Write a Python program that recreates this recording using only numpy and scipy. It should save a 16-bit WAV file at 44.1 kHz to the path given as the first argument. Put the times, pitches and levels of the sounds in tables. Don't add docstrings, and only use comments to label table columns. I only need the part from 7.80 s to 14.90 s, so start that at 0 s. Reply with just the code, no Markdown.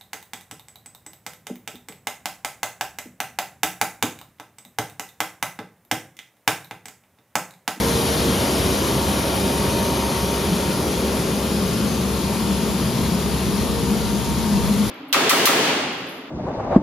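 import sys
import numpy as np
from scipy import signal
from scipy.fft import rfft, irfft
from scipy.io import wavfile
from scipy.ndimage import uniform_filter1d

SR = 44100
rng = np.random.default_rng(int(sys.argv[2]) if len(sys.argv) > 2 else 0)


def put_to_file(sound):
    columns = np.atleast_2d(sound).T
    safe = np.clip(columns, -1, 1)
    whole_steps = np.round(safe * 32767)
    wavfile.write(sys.argv[1], SR, whole_steps.astype(np.int16))


def voltage_ratio(decibels):
    exponent = np.asarray(decibels, float) / 20
    return 10 ** exponent


N = 313110

# start_s, tail_turned_0_to_1, suction_effort_db
TRUCK_PATH = [(0, .08, 0.5), (1, 0.14, 1), (1.5, 0.03, -.5), (2.5, 0.15, -1), (3.5, 0.5, -1),
              (4.2, 0.73, -1), (5.6, 0.78, -0.5), (6.5, 0.8, -1), (7.1, 0.82, .5)]
SPACED_HZ = 6850


def evened(x):
    return x / np.sqrt(np.mean(abs(x) ** 2) + 1e-20)


def along(rows, t):
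    s, *columns = np.transpose(rows)
    return [np.interp(t, s, c) for c in columns]


def across(rows, hz):
    f, *columns = np.transpose(rows)
    return [np.interp(np.log(hz + 1), np.log(f), c)[:, None] for c in columns]


def drift(count, rate):
    pole = np.exp(-rate)
    two_poles = np.convolve([1, -pole], [1, -pole])
    settle = 2000
    return evened(signal.lfilter([1], two_poles, rng.standard_normal(count + settle))[settle:])


def glide(rate):
    count = N // 16 + 2
    return np.interp(np.arange(N) / 16, np.arange(count), drift(count, 16 * rate))


def fuzzy_tone(hz, width_hz, steady):
    step = np.pi * width_hz / SR
    wander = glide(step) + 1j * glide(step)
    wander = evened(wander / abs(wander) ** np.clip(steady, 0, 1))
    return np.sqrt(2) * wander * np.exp(2j * np.pi * np.cumsum(hz * np.ones(N)) / SR)


def placed(tone, lean_db, lead_rad=0.):
    left = tone * voltage_ratio(lean_db / 2)
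    right = tone * voltage_ratio(-lean_db / 2) * np.exp(1j * lead_rad)
    return np.array([left.real, right.real])


def swells(rows, t, rise=1):
    return np.sqrt(sum(voltage_ratio(db - fade_db * np.maximum(t - s, rise * (s - t))) ** 2
                       for s, db, fade_db in rows))


def spaced(hz):
    opposed_hz, half_turn_hz = 8200, 3400
    linger_half, linger_whole = .37, .29
    like_between, like_locked = .58, .915
    turn = np.pi * (1 + np.minimum((hz - opposed_hz) / half_turn_hz, 2))
    lead = turn - linger_half * np.sin(2 * turn) - linger_whole * np.sin(turn)
    lead = lead - .6 * np.exp(-abs(hz - SPACED_HZ) / 400)
    return like_between + (like_locked - like_between) * np.cos(lead) ** 8, lead


def wind(t):
    # freq_hz, level_db_per_hz
    wind_colour = [(22, -32), (40, -8), (65, 0), (130, -4), (250, -12), (450, -28)]
    # top_s, level_db, fade_db_per_s
    gusts = [
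        (4.85, -43, 20),
        (5.9, -35, 30),
        (6.3, -34, 12),
        (6.97, -34, 14),
    ]
    calm_s = 4.4
    hz = np.fft.rfftfreq(N, 1 / SR)
    colour = voltage_ratio(across(wind_colour, hz)[0][:, 0]) * (hz < 900)
    lumps = voltage_ratio(5.5 * np.array([glide(200 / SR), glide(200 / SR)]))
    air = evened(irfft(rfft(rng.standard_normal((2, N)) * lumps) * colour, N))
    air = air - .75 * air[::-1]
    rise = np.clip((t - calm_s) / .3, 0, 1)
    return air * rise * swells(gusts, t) * voltage_ratio(np.array([[1.5], [.5]]))


def squeaks(t):
    # start_s, length_s, start_hz, end_hz, level_db
    whistles = [(1.89, .085, 6275, 6280, -46), (2, .13, 6270, 6270, -45), (2.13, .06, 6270, 6270, -45),
                (2.2, .09, 6265, 6250, -48), (2.29, .15, 6140, 6155, -47), (2.49, .13, 6100, 6065, -48),
                (4.06, .12, 6280, 6280, -46), (4.16, .1, 6280, 6270, -50), (5.76, .12, 6280, 6290, -51),
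                (6.23, .16, 6270, 6290, -49), (6.44, .09, 6200, 6230, -49), (6.57, .08, 6290, 6290, -52)]
    hz, height = np.full(N, whistles[0][2], float), np.zeros(N)
    for start_s, length_s, start_hz, end_hz, db in whistles:
        part = (t >= start_s) & (t < start_s + length_s)
        hz[part] = np.linspace(start_hz, end_hz, part.sum())
        height[part] = voltage_ratio(db + 3) * signal.windows.tukey(part.sum(), .3)
    return placed(height * fuzzy_tone(hz, 8, 1), .8)


def engine(t):
    # top_s, level_db, fade_db_per_s
    surges = [(1.65, -23, 60), (1.99, -33, 52), (2.72, -23.5, 78), (4.1, -26, 60), (4.72, -20.5, 120),
              (5.33, -22.5, 60), (5.78, -22, 150), (6.1, -18, 200), (6.7, -16.5, 97), (6.9, -16.5, 200),
              (7.0, -19, 80)]
    away = along(TRUCK_PATH, t)[0]
    firing_db = -32.5 - 0.3 * t + 0.2 * glide(12 / SR)
    firing = placed(voltage_ratio(firing_db) * fuzzy_tone(66.6, .6, .9), .5, .3)
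    boom_hz = 194.3 + 1.9 * t
    boom = voltage_ratio(-29.5 + 4.95 * away) * fuzzy_tone(boom_hz, 63, 0.12)
    boom = boom + swells(surges, t, 4.) * fuzzy_tone(boom_hz, 24.4, 0.8)
    return firing + placed(boom, .3 + 3.6 * away, .25)


def fan(t):
    # top_s, level_db, fade_db_per_s
    blade_lobes = [
        [(0.05, -26, 19.5), (.8, -37.5, 15), (3.3, -38, 21), (4.3, -38, 2), (5.97, -33, 29), (7.1, -36, 21)],
        [(0, -38.5, 14), (1.35, -38, 21), (2, -33, 23), (2.55, -34.5, 23), (2.85, -37, 23), (4.58, -41, 25),
         (5.3, -40.5, 24), (6.5, -36, 12)],
        [(.5, -44, 18), (1.4, -42, 30), (2.7, -48, 10), (3.5, -48, 10), (6, -50, 15), (7.1, -49, 20)],
        [(.3, -49, 12), (2.55, -54, 8), (5.8, -53, 14)],
    ]
    # freq_hz, width_hz, top_level_db, top_s, fade_db_per_s
    whines = [(417.4, 2, -34.5, 3.24, 2.9), (654, 12, -47.5, 1.8, 0.5), (1118, 4.3, -43, 1.1, 8),
              (379.4, 35, -34.5, 2.8, 2), (539.3, 34, -37, 3.6, 7), (2470, 270, -42.5, 1.9, 2.5),
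              (381, 36, -29.5, 0.99, 15), (393, 29, -31.5, 1.94, 14), (82, 7.5, -29, 0.84, 58)]
    blade_hz, blade_width_hz, blade_lead_rad = 463.7, 1.4, 0.4
    out = np.zeros((2, N))
    for k, lobes in enumerate(blade_lobes, 1):
        flutter_db = 2.2 * glide(50 / SR)
        tone = swells(lobes, t) * voltage_ratio(flutter_db) * fuzzy_tone(k * blade_hz, blade_width_hz, 0.87)
        out += placed(tone, 1.4 + 1.6 * glide(5 / SR), blade_lead_rad / k ** 2)
    for centre_hz, width_hz, top_db, top_s, fade_db in whines:
        height = voltage_ratio(top_db - fade_db * abs(t - top_s))
        out += placed(height * fuzzy_tone(centre_hz, width_hz, 0.24), 0.7)
    return out


def rush():
    # freq_hz, beside_db_per_hz, behind_db_per_hz
    roar_colour = [(22, -75, -77), (40.2, -79, -77), (55, -51, -43), (87.5, -47.5, -56), (109, -50, -51),
                   (123, -47, -45.5), (165, -52, -51), (270, -48, -54.5), (401, -52, -51.5),
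                   (445, -62, -57.5), (526, -50, -59.5), (732, -57, -63.5), (1150, -58.5, -61),
                   (1470, -59.5, -70)]
    # freq_hz, beside_db_per_hz, behind_db_per_hz
    hiss_colour = [(1200, -70, -64.5), (1690, -64.5, -68.5), (2540, -66, -70), (2680, -68, -68.5),
                   (2900, -63.5, -68), (4720, -66.5, -67.5), (6400, -68.5, -73.5), (6600, -70, -69.5),
                   (8660, -64.5, -69.5), (11280, -69.5, -73.5), (12500, -74, -78), (13700, -72, -76.5),
                   (15800, -71.5, -73)]
    # freq_hz, likeness_beside, likeness_behind, right_lead_beside_rad,
    # right_lead_behind_rad, left_over_right_beside_db, left_over_right_behind_db
    port_pair = [(60, 1, 1, 0.29, -0.07, 0, -1), (500, 0.88, .9, -0.15, -0.36, -1.5, 6),
                 (1170, 1, 0.94, -0.85, -0.35, 4, 3), (1730, 0.47, 0.45, 1, .4, 5.5, 7),
                 (2400, 0.65, 0.98, -0.084, -0.43, 9.5, 6.5), (3050, 1, 0.68, -.3, -.2, 5.5, 5),
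                 (3260, 0.93, 0.91, 0.27, 0, 4, 2.5), (4560, 1, 0.76, 0, 0, 5, 9),
                 (5500, 0.94, 0.55, 0, -0.2, 0.5, 7.5), (6800, .975, 0.49, -0.26, 1.6, 4, -3)]
    patchy_db, swish_db, flicker_db = 1., .12, .35
    brush_hz, crossover_hz = 3.1, 1350
    near_brush_db, brush_leaves_s = 1.5, 0.58
    frames, hz = N // 512 + 6, np.fft.rfftfreq(2048, 1 / SR)
    t = np.arange(frames) * 512 / SR
    away, roar_db = along(TRUCK_PATH, t)
    hiss_db = roar_db + near_brush_db * np.exp(-t / brush_leaves_s) - .4

    def blend(beside, behind, late=1):
        return beside + (behind - beside) * np.clip(away, 0, 1) ** late

    a, b, c, d, patches = rng.standard_normal((frames, len(hz), 5)).T
    patches = uniform_filter1d(uniform_filter1d(patches, size=14, axis=0), size=8, axis=1)
    patches = evened(patches)
    hz_rows = hz[:, None]

    swish = swish_db * np.sin(2 * np.pi * brush_hz * t + drift(frames, 0.14))
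    swish = swish + flicker_db * drift(frames, 2.1)
    treble = 1 / (1 + (crossover_hz / (hz_rows + 1)) ** 12)
    bass_db = blend(*across(roar_colour, hz)) + roar_db
    treble_db = blend(*across(hiss_colour, hz)) + hiss_db + swish
    level_db = (1 - treble) * bass_db + treble * treble_db

    echo_s = blend(1.28e-3, 1.2e-3)
    reach = np.exp(-(np.log(hz_rows / 3100 + 1e-9) / 0.21) ** 2)
    level_db = level_db + 0.57 * reach * np.cos(2 * np.pi * hz_rows * echo_s)

    columns = [column[:, None] for column in along(port_pair, hz)]
    same = blend(columns[0], columns[1], 1.5)
    lead = blend(columns[2], columns[3])
    lean_db = blend(columns[4], columns[5])
    high = hz_rows > SPACED_HZ
    high_same, high_lead = spaced(hz_rows)
    same = np.clip(np.where(high, high_same, same), 0, 1)
    lead = np.where(high, high_lead, lead)
    lean_db = np.where(high, 0, lean_db)

    left = a + 1j * b
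    right = same * left * np.exp(1j * lead) + np.sqrt(1 - same ** 2) * (c + 1j * d)
    pair = np.array([left * voltage_ratio(lean_db / 2), right * voltage_ratio(-lean_db / 2)])
    pair = pair / np.sqrt(np.cosh(np.log(voltage_ratio(lean_db))))
    spectra = pair * voltage_ratio(level_db + patchy_db * patches)
    return voltage_ratio(14.5) * signal.istft(spectra, nperseg=2048, noverlap=1536)[1][:, :N]


def scene():
    t = np.arange(N) / SR
    return rush() + engine(t) + fan(t) + squeaks(t) + wind(t)


def top_cut(x):
    return signal.sosfilt(signal.butter(12, 15800, fs=SR, output="sos"), x)


def record(dry):
    # time_s, from_hz, to_hz
    full_blocks = [(.44, 7000, 9500), (1.44, 10000, 13000), (2.5, 10000, 13000), (4.54, 7000, 9500),
                   (4.57, 7000, 9500), (6.94, 7000, 9500), (5.33, 15500, 15800), (5.75, 15500, 15800)]
    spare_db, low_spare_db, split_hz = 6., 13.2, 6850
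    dry = signal.sosfilt(signal.butter(2, 34, "high", fs=SR, output="sos"), dry)
    sum_diff = np.array([dry[0] + dry[1], dry[0] - dry[1]]) / 2
    hz, t, z = signal.stft(sum_diff, SR, nperseg=2048, noverlap=1024)
    edges = np.arange(0, len(hz), 8)
    band_hz = hz[edges]
    high = (band_hz > split_hz)[:, None]
    low = (band_hz < split_hz)[:, None]
    power = np.add.reduceat(abs(z) ** 2, edges, axis=1) + 1e-20
    margin_db = np.where(high, spare_db, low_spare_db + 1.8 * drift(len(t), .9))

    over_blocks = uniform_filter1d(power, size=2, axis=2)
    over_bands = uniform_filter1d(power * low, size=5, axis=1)
    settled = np.where(high, over_blocks, over_bands)
    weak = (settled * voltage_ratio(2 * margin_db) < settled[::-1]) & (band_hz > split_hz / 2)[:, None]
    for s, from_hz, to_hz in full_blocks:
        weak[:, (band_hz > from_hz) & (band_hz < to_hz), np.argmin(abs(t - s))] = False

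    band = np.arange(len(hz)) // 8
    kept = np.where(weak, 0, np.where(weak[::-1], np.sqrt(power.sum(0) / power), 1))
    mid, side = signal.istft(z * kept[:, band], SR, nperseg=2048, noverlap=1024)[1][:, :N]
    return top_cut(np.array([mid + side, mid - side]))


dry = scene()
out = record(dry)
put_to_file(out)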